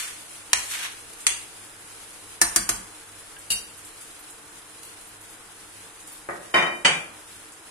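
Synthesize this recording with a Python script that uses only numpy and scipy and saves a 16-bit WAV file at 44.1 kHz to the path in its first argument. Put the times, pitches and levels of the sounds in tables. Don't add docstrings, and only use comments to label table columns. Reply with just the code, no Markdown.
import sys
import numpy as np
from scipy import signal
from scipy.fft import rfft, irfft
from scipy.io import wavfile
from scipy.ndimage import uniform_filter1d, minimum_filter1d

SR = 44100
rng = np.random.default_rng(int(sys.argv[2]) if len(sys.argv) > 2 else 0)


def wav_out(sig):
    wavfile.write(sys.argv[1], SR, np.round(np.clip(np.atleast_2d(sig).T, -1, 1) * 32767).astype(np.int16))


def linear_from_db(decibels):
    return 10 ** (np.asarray(decibels, float) / 20)


N = 339862
TIME_S = np.arange(N) / SR


def level(x, rms_db):
    return x * linear_from_db(rms_db) / np.sqrt(np.mean(x ** 2))


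def on_log(table, hz):
    table_hz, value = np.transpose(table)
    return np.interp(np.log(np.maximum(hz, 1)), np.log(table_hz), value)


def colour(x, table):
    size = x.shape[-1]
    gain = linear_from_db(on_log(table, np.fft.rfftfreq(size, 1 / SR)))
    return irfft(rfft(x) * gain, size)


def band(x, centre_hz, octaves):
    size = x.shape[-1]
    hz = np.maximum(np.fft.rfftfreq(size, 1 / SR), 1)
    return irfft(rfft(x) * np.exp(-(np.log2(hz / centre_hz) / octaves) ** 2), size)


def walk(rate_hz):
    hold = int(SR / rate_hz)
    steps = np.repeat(rng.standard_normal(N // hold + 1), hold)
    return 1.4 * uniform_filter1d(uniform_filter1d(steps, hold), hold)[:N]


def add(out, x, start_s, level_db, pan_db):
    i = int(start_s * SR)
    gain = linear_from_db(level_db + np.array([[pan_db], [-pan_db]]) / 2)
    out[:, i:i + x.shape[1]] += (x * gain)[:, :N - i]


def spaced(size, alike_hz=650):
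    mid, side = rng.standard_normal((2, size))
    side = side + 0.26 * np.cumsum(side) * alike_hz / SR
    side = signal.sosfilt(signal.butter(1, alike_hz, "high", fs=SR, output="sos"), side)
    return np.array([mid + side, mid - side])


# hz, t60_s
ROOM_T60 = [(100, 0.95), (500, 0.7), (2000, 0.42), (6000, 0.44), (14000, 0.28)]


def kitchen(x):
    size = int(0.8 * SR)
    t, noise = TIME_S[:size], spaced(size)
    tail = 0
    for hz in 62.5 * 2.0 ** np.arange(9):
        tail = tail + band(noise, hz, 0.85) * linear_from_db(-60 * t / on_log(ROOM_T60, hz))
    tail = tail * (1 - np.exp(-t / 0.0077))
    tail = tail / np.sqrt(np.sum(tail ** 2) / 2)
    return signal.fftconvolve(x, tail, axes=1)[:, :N]


# hz, density_db (per Hz)
DRONE_COLOUR = [(12, -19), (20, 2.5), (71, -3.5), (106, -7), (135, -3.5), (167, -4.5), (270, -7.5),
                (304, 4), (377, -7.5), (579, -3.5), (622, -6.5), (700, -3), (1430, -1.5), (1950, -6),
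                (6000, -25.5), (7800, -11.5), (13200, -120)]
# hz, level_db
HUM = [(101, -65.5), (305, -64.5), (355, -69.5), (412, -68), (459, -63.5)]


def drone():
    mid, side = colour(rng.standard_normal((2, N)), DRONE_COLOUR)
    out = 0
    for hz in 25 * 2.0 ** np.arange(9):
        apart = np.clip(hz / 1360, 0.25, 1) * np.array([[1], [-1]])
        flicker = linear_from_db(0.81 * walk(12))
        out = out + flicker * (band(mid, hz, 0.63) + apart * band(side, hz, 0.53))
    hums = sum(level(band(rng.standard_normal(N), hz, 0.086), level_db) for hz, level_db in HUM)
    return level(out, -49.5) + hums


# hz, density_db (per Hz)
SIZZLE_COLOUR = [(1470, -9.5), (2500, -6), (4260, -7), (4620, -9), (4840, -6.5), (5620, -8.5), (7470, -6),
                 (10200, -0.5), (11700, -12.5), (15000, -19)]
# start_s, peak_db, centre_hz
SPITS = [(1.203, -32, 8400), (3.385, -34, 8900), (3.7723, -36, 9600), (3.8467, -33, 8600),
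         (4.009, -33.5, 8800), (4.1894, -37, 10200), (4.2976, -33.5, 8350), (4.8283, -36, 8740),
         (4.8494, -39, 10300), (5.009, -38, 8720), (5.07, -37, 9400), (5.21, -37, 9120), (5.299, -39, 9500),
         (5.9995, -37, 8000), (6.071, -32, 8700), (6.119, -34, 10100), (6.169, -37, 9000),
         (7.519, -36.5, 7750)]


def sizzle():
    sizzle_db, stirred_db, stir_ends_s, settle_s, cooling_db_per_s = -43.5, 2, 1.5, 1, 0.15
    pops = rng.standard_normal((2, N))
    flicker_db = 1.5 * rng.exponential(size=N) + 0.9 * walk(22) + 0.8 * walk(60)
    hiss = level(colour(pops * linear_from_db(flicker_db), SIZZLE_COLOUR), 0)
    lively_db = stirred_db * np.exp(-np.maximum(TIME_S - stir_ends_s, 0) / settle_s)
    flare_db = 3.7 * np.exp(-((TIME_S - 2.54) / 0.15) ** 2)
    out = hiss * linear_from_db(sizzle_db + lively_db + flare_db - cooling_db_per_s * TIME_S)
    t, spit_t60_s, spread_db = TIME_S[:SR // 8], 0.23, 2
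    shape = (1 - np.exp(-t / 0.0011)) * linear_from_db(-60 * t / spit_t60_s)
    for start_s, peak_db, centre_hz in SPITS:
        spit = level(band(rng.standard_normal((2, len(t))), centre_hz, 0.5), 0)
        add(out, spit * shape, start_s, peak_db - 6, spread_db * rng.standard_normal())
    return out


# start_s, thud_db (pan support), boom_db (cupboards), boom_hz
JOLTS = [
    (0.532, -41, -70, 200),
    (1.268, -47, -70, 200),
    (2.413, -35.5, -35.5, 210),
    (2.557, -34, -34, 199),
    (2.691, -35, -34.5, 193),
    (3.509, -41, -52, 151),
    (6.288, -63, -38, 175),
    (6.546, -70, -26, 175),
    (6.853, -62, -26.5, 157),
]


def booms():
    out, t = np.zeros((2, N)), TIME_S[:SR // 2]
    shape = (1 - np.exp(-t / 0.033)) * linear_from_db(-60 * t / 0.38)
    for start_s, _, boom_db, boom_hz in JOLTS[2:]:
        hollow = level(band(spaced(len(t), alike_hz=900), boom_hz, 0.26), 0)
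        add(out, hollow * shape, start_s, boom_db, -1.5)
    return out


def thumps():
    out, t = np.zeros((2, N)), TIME_S[:SR // 3]
    swing = sum(gain * np.sin(2 * np.pi * hz * t) for hz, gain in [(44, 1), (62, 0.5), (104, 0.61)])
    thud = swing * (1 - np.exp(-(t / 0.017) ** 2)) * linear_from_db(-60 * t / 0.4)
    for start_s, thud_db, _, _ in JOLTS:
        add(out, np.array([thud, thud]), start_s, thud_db, -2.5)
    return out


def blows(events, modes, crack, crack_t60_s, rise_s, split=0.0067, scatter_db=1.5, sent=0.5,
          longest_s=0.7, snap_db=-12, wander=0.16):
    near, far, t = np.zeros((2, N)), np.zeros((2, N)), TIME_S[:SR // 2]
    hz, mode_db, t60_s = (np.repeat(column, 2)[:, None] for column in np.transpose(modes))
    twin = (np.arange(len(hz)) % 2)[:, None]
    mode_db = mode_db - 7 * twin
    t60_s = np.clip(t60_s, 0.02, longest_s)
    rise = 1 - np.exp(-(t / rise_s) ** 2)
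    snap = linear_from_db(snap_db) * np.exp(-np.abs(t - rise_s) / 0.0005)
    lead_rad = np.clip(hz / 900, 0, 1) * np.pi / 4 * np.array([1, -1])[:, None, None]
    for start_s, peak_db, pan_db, ring_db, room_db in events:
        burst = level(colour(spaced(len(t)), crack), 0) * (linear_from_db(-60 * t / crack_t60_s) + snap)
        luck = rng.standard_normal((3, len(hz), 1))
        decay = linear_from_db(mode_db + scatter_db * luck[0] - 60 * t / t60_s)
        pitch_hz = hz * (1 + split * (wander * luck[1] - twin))
        swing = np.sin(2 * np.pi * pitch_hz * t + lead_rad * np.sign(luck[2]))
        ring = np.sum(decay * swing, axis=1)
        ring = linear_from_db(ring_db) * ring / np.sqrt(np.sum(linear_from_db(2 * mode_db)) / 2)
        add(near, rise * (burst + ring), start_s - rise_s, peak_db, pan_db)
        add(far, rise * (burst + sent * ring), start_s - rise_s, peak_db + room_db, 0)
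    return np.array([near, far])


# hz, density_db (per Hz)
DISH_STACK = [
    (6.851, -9.5, -0.84, 0.006, -21),
    (6.860, -16, -0.064, 0, -5.5),
    (6.888, -25, -0.081, 0, -8),
]
STACK_MODES = [(170, -14, 0.4), (1975, 1, 0.08), (2398, 1, 0.38), (2474, -8, .2), (3032, 3, 0.25),
               (3490, -14, .2), (3820, -7, 0.3), (4519, -2, 0.21), (5060, -11, .22), (5430, -10, 0.17),
               (5860, -11, .17), (6500, -9, 0.2), (7030, -14, 0.3), (8370, -8, 0.25)]
STACK_CRACK = [(60, -28.5), (400, -13), (2400, -7), (3400, -13), (4100, -25), (6000, -22), (9500, -21),
               (12500, -65)]


def dish_stacked():
    return blows(DISH_STACK, STACK_MODES, STACK_CRACK, 0.26, 0.005, split=0.0078, scatter_db=2.5,
                 snap_db=-27, longest_s=0.44)


DISH_DOWN = [
    (6.542, -13.5, -1.2, 0, -6),
    (6.558, -18, 1.5, 0, -10.5),
    (6.583, -21, 1.5, 0, -17),
    (6.623, -20.5, 0.45, 0.0065, -12),
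    (6.667, -25, -1.2, 0, -29),
    (6.718, -37, -1.1, 0.004, -9),
]
DISH_MODES = [(352, -9, 0.45), (1833, -6, 0.26), (1907, -2, 0.42), (1957, -6, 0.3), (1066, -9, .35),
              (1297, -9, .35), (2075, -7, 0.34), (2397, -2.5, 0.38), (3040, -4, 0.33), (3490, -17, .2),
              (3770, -9, 0.3), (4613, -19, 0.25), (5050, -19, 0.2), (5760, -16, 0.13)]
DISH_CRACK = [(60, -25), (350, -6.5), (680, -2), (1100, -3.5), (2200, -7), (4200, -25), (10000, -28),
              (13000, -44.5)]


def dish_set_down():
    return blows(DISH_DOWN, DISH_MODES, DISH_CRACK, 0.23, 0.003, split=0.0084, scatter_db=2, snap_db=-32)


NUDGE = [
    (6.289, -21, 1, -17, -2.5),
    (6.296, -22.5, 1, -21, -12),
]
NUDGE_CRACK = [(47, -40), (80, -14), (500, 1.5), (1100, 0.5), (1860, 0), (2500, -16), (3300, -34),
               (6500, -67)]


def dish_nudged():
    return blows(NUDGE, DISH_MODES[:4], NUDGE_CRACK, 0.042, 0.00204, snap_db=-1.5)


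LAID = [
    (3.504, -17.5, 0.91, 0, -8.5),
    (3.510, -25.5, 0.25, 0, 2.5),
    (3.517, -22, 1, 0, -24),
    (3.526, -21, 0, 0, -31),
    (3.556, -29, 0, 0, -15),
]
REST_MODES = [(2815, 4, 0.17), (3835, -5, 0.24), (4514, -1, 0.25), (4834, -5, 0.22), (5490, -12, .15),
              (5830, -3.5, 0.22), (7243, 1, 0.17), (7410, -3, 0.15), (7709, -1, .25), (8150, -3, 0.2),
              (9279, -1, 0.15), (9589, 0, 0.2), (10229, 0, 0.14), (10360, 4.5, 0.15)]
REST_CRACK = [(60, -20), (2240, -16.5), (2830, -5), (3500, -15.5), (4640, -6), (5220, -15), (7420, -9),
              (10100, -3.5), (16500, -26)]


def spoon_laid():
    return blows(LAID, REST_MODES, REST_CRACK, 0.09, 0.0024, split=0.0109, scatter_db=2, wander=0.048,
                 sent=0.38, longest_s=0.21)


BRUSH = [
    (.519, -37, 0, -22, -12),
    (3.366, -42.5, 0, -1, -16),
]
BRUSH_MODES = [(1630, 4, 0.13), (2850, -1, .05)]
BRUSH_CRACK = [(300, -30), (1500, -8), (3000, 15), (9000, -32), (14000, -40)]


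def cutlery_brushed():
    return blows(BRUSH, BRUSH_MODES, BRUSH_CRACK, 0.04, 0.0016)


TICK = [
    (.499, -47, 0, -20, -20),
    (1.134, -33, -1, -20, -18),
    (4.832, -32.5, -1, -15, -9),
    (4.85, -36, 3, -24, 1),
]
PAN_MODES = [(810, 2.5, 0.048), (1890, 6, 0.034), (2555, -8, 0.051), (2800, 7, 0.37), (4010, 11, 0.075),
             (5040, -12, 0.082), (5950, 11, 0.18), (7260, -44, 0.1), (7700, -9, 0.16), (8800, -8, 0.057),
             (9600, -4, 0.084), (10100, 9, 0.2)]


def pan_ticks():
    return blows(TICK, PAN_MODES, REST_CRACK, 0.028, 0.0009)


TAPS = [
    (2.415, -4.5, 1, -3, -11),
    (2.561, -7, 1, -4, -11.5),
    (2.691, -11.5, 0, -3.5, -9),
]
RIM_MODES = [(327, -11, 0.2), (690, -15, 0.2), (1788, 11, 0.07), (1950, 4, .05), (4100, -4, 0.2),
             (4704, -1, 0.19), (5445, 10, 0.06), (5850, -6, 0.18), (6620, 5, 0.07), (7230, -4, .15),
             (8730, 3, .1), (9050, -2, .08), (9490, -5, .2), (9870, -1, .13)]
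RIM_CRACK = [(30, -33), (330, -17), (500, -21), (900, -9.5), (1500, -5), (1800, -4.5), (2300, -9.5),
             (3400, -16.5), (4700, -16), (5440, -7), (7280, -10), (9000, -1), (12000, -12.5), (16500, -31)]
RIM_MODES_LOWER = [(328, -10, 0.2), (690, -14, 0.15), (1188, -7, .08), (1750, -1, 0.06), (4103, -9, 0.2),
                   (4704, -7, 0.2), (5500, 3, .07), (6341, 6, 0.075), (6740, 4, .07), (7200, -3, 0.07),
                   (8700, -3, 0.075), (9600, 4, 0.087), (10300, 2, 0.082), (10500, 4, 0.089)]
RIM_CRACK_LOWER = [(18, -37), (30, -28), (340, -6), (533, -9), (676, -16), (1090, -4.5), (1490, -4),
                   (3210, -10.5), (3570, -17.5), (4650, -8.5), (8990, -1), (14100, -15.5), (16500, -39)]


def rim_taps():
    first = blows(TAPS[:1], RIM_MODES, RIM_CRACK, 0.063, 0.0011)
    later = blows(TAPS[1:], RIM_MODES_LOWER, RIM_CRACK_LOWER, 0.072, 0.00121, scatter_db=2)
    return first + later


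# hz, density_db (per Hz)
DRAG_COLOUR = [(290, -52), (500, -17), (1030, -4.5), (1570, 2.5), (2890, 3), (4940, 0.5), (9630, 5),
               (15000, -10)]
# start_s, hold_s, level_db, bright_db, fade_db_per_s
STROKES = [
    (0, 0.0054, -32, 3.5, 101),
    (0.574, .16, -42, 9, 300),
    (0.741, 0.0092, -30, -3.5, 498),
    (0.773, .012, -42, 2, 400),
    (0.791, .012, -38.5, -2, 402),
    (0.819, 0.016, -33.5, -2, 500),
    (0.847, 0.016, -32.5, -3.5, 900),
]


def spoon_scrapes():
    out, rise_db_per_s = np.zeros((2, N)), 600
    clicks = rng.standard_normal((2, N))
    uneven_db = 2.8 * np.minimum(rng.exponential(size=N), 6) + 1.6 * walk(90)
    grit = colour(clicks * linear_from_db(uneven_db), DRAG_COLOUR)
    dull = signal.sosfilt(signal.butter(2, 5500, fs=SR, output="sos"), grit)
    low, high = level(dull, 0), level(grit - dull, 0)
    for start_s, hold_s, level_db, bright_db, fade_db_per_s in STROKES:
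        early_s = np.maximum(start_s - TIME_S, 0)
        late_s = np.maximum(TIME_S - start_s - hold_s, 0)
        stroke = linear_from_db(level_db - rise_db_per_s * early_s - fade_db_per_s * late_s)
        out += stroke * (low + linear_from_db(bright_db) * high)
    return out


STIR_IN = [
    (0.532, -2.15, -1.2, -22.5, -12),
]
PAN_CRACK = [(40, -6), (450, -30), (740, 3.5), (1100, -4.5), (2400, -1), (4200, 0), (6500, -2), (9000, 0.5),
             (11000, -12), (16500, -48)]
STIR_OUT = [
    (1.267, -5.5, -0.91, -16.5, -9.5),
]
PAN_CRACK_OUT = [(40, -29), (1100, -15), (2040, -4), (3500, -4), (4800, -8), (6400, -3), (9400, 0),
                 (11000, -8), (16500, -49)]


def spoon_knocks():
    going_in = blows(STIR_IN, PAN_MODES, PAN_CRACK, 0.033, 0.0011, snap_db=2)
    coming_out = blows(STIR_OUT, PAN_MODES, PAN_CRACK_OUT, 0.047, 0.00041, snap_db=3)
    return going_in + coming_out


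def scene():
    near, far = (spoon_knocks() + rim_taps() + cutlery_brushed() + pan_ticks() + spoon_laid()
                 + dish_nudged() + dish_set_down() + dish_stacked())
    scrape = spoon_scrapes()
    room = linear_from_db(3.5) * kitchen(far + linear_from_db(-10) * scrape)
    return near + room + scrape + thumps() + booms() + sizzle() + drone()


# hz, db
SPARED = [(2200, -30), (3200, -3.2), (4200, -1.7), (5500, -1.7), (8000, -2.7), (10500, -3.0), (12000, -1.2),
          (15000, -1.0), (15900, 30)]


def thin_treble(x):
    hz, _, z = signal.stft(x, SR, nperseg=1024)
    power = np.abs(z.sum(axis=0)) ** 2 + 1e-20
    smooth = uniform_filter1d(uniform_filter1d(power, size=4, axis=1), size=4, axis=0)
    patch = np.log(smooth + 1e-20)
    below_db = 10 / np.log(10) * (patch - uniform_filter1d(patch, size=31, axis=0))
    high = hz > 11500
    treble = power[high].sum(axis=0)
    steady = treble < 14 * minimum_filter1d(treble, size=3, origin=1)
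    loudest = patch[hz > 1500].max(axis=0)
    masked = high[:, None] & (patch < loudest - np.log(10) * 4.4)
    lowest_db = minimum_filter1d(minimum_filter1d(below_db, size=3, axis=0), size=2, axis=1)
    weak = lowest_db < on_log(SPARED, hz)[:, None]
    dropped = (weak & steady) | masked
    return signal.istft(z * ~dropped, SR, nperseg=1024)[1][:, :N]


def band_limit(x):
    return signal.sosfilt(signal.butter(12, 16650, fs=SR, output="sos"), x)


def record(dry):
    hold = 0.12 * SR
    held = signal.lfilter([1 / hold], [1, 1 / hold - 1], np.abs(dry).max(axis=0))
    gain = (1 + held / 0.32) ** -0.3
    rounded = 0.85 * np.tanh(1.009 * dry * gain)
    top = signal.ellip(8, 0.2, 70, 16100, fs=SR, output="sos")
    mix = thin_treble(signal.sosfilt(top, rounded))
    return band_limit(mix)


dry = scene()
out = record(dry)
wav_out(out)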